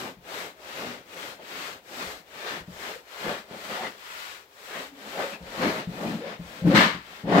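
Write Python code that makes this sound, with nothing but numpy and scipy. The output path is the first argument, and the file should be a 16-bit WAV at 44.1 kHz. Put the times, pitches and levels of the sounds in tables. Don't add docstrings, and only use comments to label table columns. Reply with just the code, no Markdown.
import sys
import numpy as np
from scipy import signal
from scipy.fft import rfft, irfft, next_fast_len
from scipy.io import wavfile
from scipy.ndimage import map_coordinates

SR = 44100
rng = np.random.default_rng(int(sys.argv[2]) if len(sys.argv) > 2 else 0)


def digitize_waveform(pressure):
    field = np.atleast_2d(pressure).T
    bounded = np.clip(field, -1, 1)
    quanta = np.round(bounded * 32767).astype(np.int16)
    wavfile.write(sys.argv[1], SR, quanta)


N = 326335
TIME = np.arange(N) / SR


def amp(db):
    return 10 ** (np.asarray(db) / 20)


def unit(x):
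    return x / np.sqrt(np.mean(x ** 2) + 1e-20)


def along(points, hz):
    freqs, values = np.transpose(points)
    return np.interp(np.log(hz + 1), np.log(freqs + 1), values)


def wobble(rate):
    points = rng.standard_normal(int(N * rate / SR) + 4)
    return map_coordinates(points, [TIME * rate], order=1)


def filtered(x, response):
    size = next_fast_len(N + SR // 2)
    return irfft(rfft(x, size) * response(np.fft.rfftfreq(size, 1 / SR)), size)[..., :N]


def colour(points):
    return lambda hz: amp(along(points, hz))


def body(modes, low_hz, high_hz):
    def response(f):
        ring = sum((-1) ** k * amp(db) * 1j * f * width / (hz * hz - f * f + 1j * f * width)
                   for k, (hz, width, db) in enumerate(modes))
        bass_cut = 1j * f / (low_hz + 1j * f)
        treble_cut = 1 / (1 + np.sqrt(2) * 1j * f / high_hz - (f / high_hz) ** 2)
        return ring * bass_cut * treble_cut
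    return response


def slips(rate, scatter_db):
    released = rng.random((2, N)) < rate / SR
    direction = np.sign(rng.standard_normal((2, N)))
    return unit(released * direction * amp(scatter_db * rng.standard_normal((2, N))))


# frequency in Hz, likeness from -1 to 1.
LIKENESS = [(60, .8), (120, 1), (200, 1), (300, .96), (640, .85), (1100, -.15), (1500, -.39), (2200, 0),
            (3500, -.05), (15000, 0)]
# frequency in Hz, left minus right in dB.
BALANCE = [(60, 7.2), (200, 3), (380, 3.8), (700, 0.52), (1290, 1.9), (2380, 10.1), (4400, 9.4),
           (8120, 4.4), (15000, 5.2)]
def stereo(pair, response):
    def spread(hz):
        angle = np.arccos(np.clip(along(LIKENESS, hz), -1, 1)) / 2
        return response(hz) * np.array([np.cos(angle), np.sin(angle)])
    mid, side = filtered(pair, spread)
    ears = np.array([mid + side, mid - side])
    ears = filtered(ears, lambda hz: amp(np.outer([1, -1], along(BALANCE, hz)) / 2))
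    return ears / np.sqrt(np.mean(ears.mean(axis=0) ** 2) + 1e-20)


# frequency in Hz, relative level in dB.
AIR = [(25, -17), (60, 9.5), (150, -1), (450, 10), (1000, 6), (3000, -1), (7000, -11), (9500, -15),
       (15000, -6)]
def air_hush():
    return amp(-59.5) * stereo(rng.standard_normal((2, N)), colour(AIR))


# frequency in Hz, seconds to fade by 60 dB.
ECHO_TIMES = [(200, 0.13), (2000, 0.21), (10000, 0.12)]
def cabin_echo(x, wet_db):
    hop, length = SR // 6, SR // 3
    padded = np.pad(x, ((0, 0), (hop, 2 * hop)))
    window = np.sin(np.pi * np.arange(2 * hop) / (2 * hop))
    echo = np.zeros((2, padded.shape[1] + length))
    for start in range(0, N + hop, hop):
        hz, t, noise = signal.stft(rng.standard_normal((2, length)), SR, nperseg=256)
        decay = amp(-60 * t / along(ECHO_TIMES, hz)[:, None])
        tail = signal.istft(noise * decay, SR, nperseg=256)[1][:, :length]
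        piece = padded[:, start:start + 2 * hop] * window
        answer = signal.fftconvolve(piece, tail / np.linalg.norm(tail[0]), axes=1)
        echo[:, start:start + answer.shape[1]] += answer
    return (x + amp(wet_db) * echo[:, hop:hop + N]) / np.hypot(1, amp(wet_db))


# pitch in Hz, relative level in dB, seconds to fade by 60 dB.
KNOCK_NOTES = [(89, -16, 0.21), (135.5, -5.5, 0.23), (175.5, 8.5, 0.15), (212, -11, 0.2), (286.4, 0, 0.081),
               (332, -18, 0.074), (440, -11.5, 0.13), (604, -13, 0.11)]
# start in seconds, level in dB, boost of the deep thud in dB.
KNOCKS = [(0.169, -44, -2), (2.058, -44, 4), (2.604, -41.5, 0), (2.678, -31.5, -5), (3.222, -41, -16),
          (3.25, -38, -3), (3.512, -40.5, -20), (5.407, -36.5, 3), (5.605, -28, -10), (5.872, -23, -14),
          (6.394, -27.5, -6), (6.62, -21.5, -13), (6.648, -14, -24), (6.945, -30, -10), (7.238, -24.5, -10)]
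def knocks():
    t = np.arange(SR // 2) / SR
    out = np.zeros(N + len(t))
    deep = signal.butter(2, [38, 85], "bandpass", fs=SR, output="sos")
    for start, db, thud_db in KNOCKS:
        ring = 0
        for hz, note_db, fade_s in KNOCK_NOTES:
            decay = amp(note_db + rng.normal(0, 4.0) - 60 * t / fade_s)
            ring += decay * np.sin(2 * np.pi * hz * (1 + 0.019 * rng.normal()) * t)
        ring *= 1 - np.exp(-t / 0.0037)
        thud = unit(signal.sosfilt(deep, rng.standard_normal(len(t)))) * amp(-60 * t / 0.39)
        blow = ring / np.abs(ring).max() + amp(thud_db - 8) * thud
        out[round(start * SR):][:len(t)] += amp(db - 2.0) * blow
    return out[:N] * amp([[1.6], [-1.6]])


# time in seconds, hollow share from 0 to 1.
HOLLOWNESS = [(0, 0.09), (5.2, 0.8), (5.6, 0.4), (6.0, 0.9), (7.4, 0.97)]
# pitch in Hz, width in Hz, relative level in dB.
PANEL_NOTES = [(101, 18, -16), (113.7, 12, -8), (155, 20.3, -5), (174, 9.7, 3), (212, 14.5, 3),
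               (237.7, 16, -4), (282, 15, -1.5), (341, 13, -9)]
# frequency in Hz, relative level in dB.
SOLID_FLOOR = [(25, -44), (45, -44), (75, -11), (115, -10), (150, -5.5), (180, -2), (210, -7), (245, 0),
               (320, 0.5), (420, -4.5), (600, -29), (1200, -43)]
CHASSIS = [(25, -36), (45, -18), (60, -1), (85, -19), (115, 4), (140, 2), (250, -44)]
def floor_rumble(rumble_db):
    hollow = np.clip(np.interp(TIME, *np.transpose(HOLLOWNESS)), 0, 1)
    rub = stereo(slips(rate=1500, scatter_db=2), colour(SOLID_FLOOR))
    boom = stereo(slips(rate=600, scatter_db=1.5), body(PANEL_NOTES, low_hz=161, high_hz=560))
    shudder = amp(-23) * stereo(slips(rate=510, scatter_db=-0.5), colour(CHASSIS))
    gain = amp(rumble_db + 1.7 * wobble(25))
    return gain * (np.sqrt(1 - hollow) * rub + np.sqrt(hollow) * boom + shudder)


# middle in seconds, length in seconds,
# pitch in Hz, glide as a share of the pitch, width in Hz, level in dB.
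SQUEAKS = [(0.9, .08, 244.7, 0.015, 20, -43), (2.009, 0.047, 243.6, 0.035, 24, -43),
           (2.95, 0.049, 494, 0.015, 112.6, -44), (3.808, 0.062, 800, 0.035, 250, -36.5),
           (3.85, 0.048, 2000, 0.035, 370, -39.5), (4.737, 0.071, 1754, 0.24, 980, -42),
           (4.942, .3, 277, 0.012, 39, -55), (5.275, 0.08, 557, 0.0068, 44.6, -36),
           (5.343, .04, 2530, .03, 350, -46), (6.244, .06, 516, 0.149, 170, -39.5),
           (6.725, .09, 540, 0.063, 118, -24.5), (7.379, .07, 700, 0.00062, 57, -25)]
def squeaks():
    out = np.zeros((2, N))
    for middle, length, hz, glide, width_hz, db in SQUEAKS:
        near = np.abs(TIME - middle) < 1.5 * length
        t = TIME[near]
        offset = (t - middle) / length
        real, imaginary = rng.standard_normal((2, 200))
        flutter = np.interp((t - t[0]) * width_hz, np.arange(len(real)), real + 1j * imaginary)
        cycles = np.cumsum(hz * (1 + glide * offset)) / SR
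        tone = unit(np.real(flutter * np.exp(2j * np.pi * cycles)))
        pan = amp(np.array([[1], [-1]]) * along(BALANCE, hz) / 2)
        out[:, near] += amp(db) * np.exp(-2 * offset ** 2) * tone * pan
    return out


# pitch in Hz, width in Hz, relative level in dB.
HEAD_NOTES = [(409.3, 66, 1), (468, 39, 5), (523, 112, 2.5), (648.5, 22.4, 4), (689, 48, -0.5),
              (916, 210, -4)]
def brush_head(chatter_db):
    judder_db = 1.55 * wobble(45)
    ring = stereo(slips(rate=900, scatter_db=1.5), body(HEAD_NOTES, low_hz=242, high_hz=1240))
    return amp(chatter_db + .5 + judder_db) * ring


# frequency in Hz, relative level in dB.
SKID_HISS = [(300, -29), (820, -11), (1100, 0.5), (1350, -2), (1650, -1.5), (2200, -3), (2500, -11),
             (2900, -9), (4300, -13.5), (6500, -25), (8200, -25.5), (9300, -40), (12200, -31.5),
             (15500, -38)]
def shove(start_s, db):
    bite_s, skid_s = 0.015, 0.082
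    skid_db_per_s, stop_db_per_s = 68, 152
    age = TIME - start_s
    bite = np.clip(age / bite_s, 0, 1)
    fall_db = skid_db_per_s * np.clip(age, 0, skid_s) + stop_db_per_s * np.maximum(age - skid_s, 0)
    gain = bite * amp(db - fall_db + 0.52 * wobble(90))
    return gain * stereo(slips(rate=3500, scatter_db=0.5), colour(SKID_HISS))


# frequency in Hz, relative level in dB.
TIP_FIZZ = [(800, -39), (2000, -23), (4000, 3.5), (6000, 0), (8200, 1), (9300, -9.5), (10300, -5.5),
            (12200, -2), (15500, -6.5)]
LIGHT_RASP = [(200, -23), (600, -11), (1000, 1), (1400, 3), (1900, 0.5), (2500, -2.5), (3700, -5.5),
              (5000, -11.5), (7000, -19), (12000, -30)]
PRESSED_RASP = [(200, -24), (600, -17), (1100, 4), (1400, -1), (1850, -1), (2500, -11), (3700, -14),
                (5000, -21), (7000, -26.5), (12000, -41)]
def bristles(fizz_db, rasp_db, chatter_db):
    bent = np.clip((chatter_db + 47) / 25, 0, 1)
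    tufts = wobble(60)
    fizz = amp(fizz_db + .5 * tufts) * stereo(slips(rate=20000, scatter_db=-1), colour(TIP_FIZZ))
    light = stereo(slips(rate=5000, scatter_db=-0.5), colour(LIGHT_RASP))
    heavy = stereo(slips(rate=3500, scatter_db=5.5), colour(PRESSED_RASP))
    return fizz + amp(rasp_db + 0.68 * tufts) * (np.sqrt(1 - bent) * light + np.sqrt(bent) * heavy)


# middle in seconds, length in seconds,
# then levels in dB of rasp, chatter and rumble.
PRESSES = [(.06, 0.065, -46, -39.5, -42), (0.853, 0.18, -44, -43.5, -44.5), (1.413, .07, -55, -48.5, -69),
           (2.018, .049, -39, -48, -50), (2.496, 0.082, -39, -43, -62), (2.555, 0.069, -43, -49.5, -44.5),
           (2.861, 0.11, -41, -45.5, -55), (3.285, 0.12, -39, -35, -39.5), (3.538, 0.066, -48.5, -44, -44),
           (3.734, 0.091, -39, -38.5, -53), (3.842, 0.069, -38, -40, -44), (4.767, 0.12, -40.5, -41, -51.5),
           (5.209, 0.071, -37, -31.5, -44), (5.337, .038, -45, -48, -45.5),
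           (5.649, 0.098, -30.5, -29, -26.5), (5.774, .093, -39, -38, -40), (6.024, 0.075, -53, -35, -38),
           (6.096, .115, -44, -43, -29), (6.686, .055, -54, -35, -15.5), (6.755, 0.07, -35, -26, -16),
           (6.817, 0.089, -26, -28, -26.5)]
def press_power():
    power = 0
    for middle, length, *db in PRESSES:
        width = np.where(TIME < middle, 0.73 * length, length)
        swell = np.exp(-2 * ((TIME - middle) / width) ** 2)
        power += (amp(db)[:, None] * swell) ** 2
    return power


# start in seconds, length in seconds, moment of top speed
# as a share of the length, then levels in dB of fizz, rasp, chatter and rumble.
STROKES = [(-.149, 0.35, .19, -44.5, -38, -42.5, -44), (0.186, 0.39, 0.52, -47, -39.5, -44, -51.5),
           (.5, 0.59, .52, -50, -42, -45.5, -58.5), (0.997, 0.43, 0.59, -49.5, -42, -46, -52),
           (1.331, 0.51, 0.6, -47.5, -39, -47, -52), (1.781, .49, 0.55, -46.5, -41, -46, -52),
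           (2.2, 0.48, 0.66, -49.5, -39.5, -45.5, -55.5), (2.591, .48, 0.6, -49.5, -44.5, -48, -59),
           (2.979, 0.52, 0.59, -48.5, -39.5, -48.5, -68.5), (3.366, 0.69, 0.57, -49, -42, -47, -53.5),
           (3.824, 0.7, 0.58, -49.5, -42.5, -55.5, -69.5), (4.425, .53, .7, -49.5, -44.5, -53, -68),
           (4.837, .6, 0.68, -48.5, -40.5, -43.5, -50.5), (5.316, 0.59, .66, -48, -37.5, -40.5, -48),
           (5.772, 0.53, 0.56, -51.5, -43.5, -43.5, -41), (6.129, .28, 0.65, -63, -42.5, -42, -46),
           (6.27, 0.44, 0.68, -55.2, -47.2, -51, -51), (6.599, 0.45, 0.39, -54, -32, -39, -34),
           (6.925, 0.4, 0.59, -58, -48, -53, -58), (7.225, 0.43, 0.6, -49, -21, -17.5, -15.5)]
def scrubbing_levels():
    steepness = np.array([[2.1], [2.42], [1.64], [1.45]])
    power = np.zeros((4, N))
    for start, length, crest, *db in STROKES:
        moving = (TIME > start) & (TIME < start + length)
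        progress = (TIME[moving] - start) / length
        travel = np.interp(progress, [0, np.clip(crest, .05, .95), 1], [0, .5, 1])
        speed = np.abs(np.sin(np.pi * travel))
        power[:, moving] += (amp(db)[:, None] * speed ** steepness) ** 2
    power[1:] += press_power()
    return 10 * np.log10(power + 1e-12)


def scene():
    fizz_db, rasp_db, chatter_db, rumble_db = scrubbing_levels()
    friction = bristles(fizz_db, rasp_db, chatter_db) + shove(start_s=6.744, db=-16.5) + squeaks()
    airborne = cabin_echo(friction, wet_db=-8.5)
    return airborne + brush_head(chatter_db) + floor_rumble(rumble_db) + knocks() + air_hush()


def record(dry):
    top_hz, fade_s = 15800, .002
    fade = np.sin(np.pi / 2 * np.clip(TIME[::-1] / fade_s, 0, 1)) ** 2
    return filtered(dry * fade, lambda hz: hz < top_hz)


dry = scene()
out = record(dry)
digitize_waveform(out)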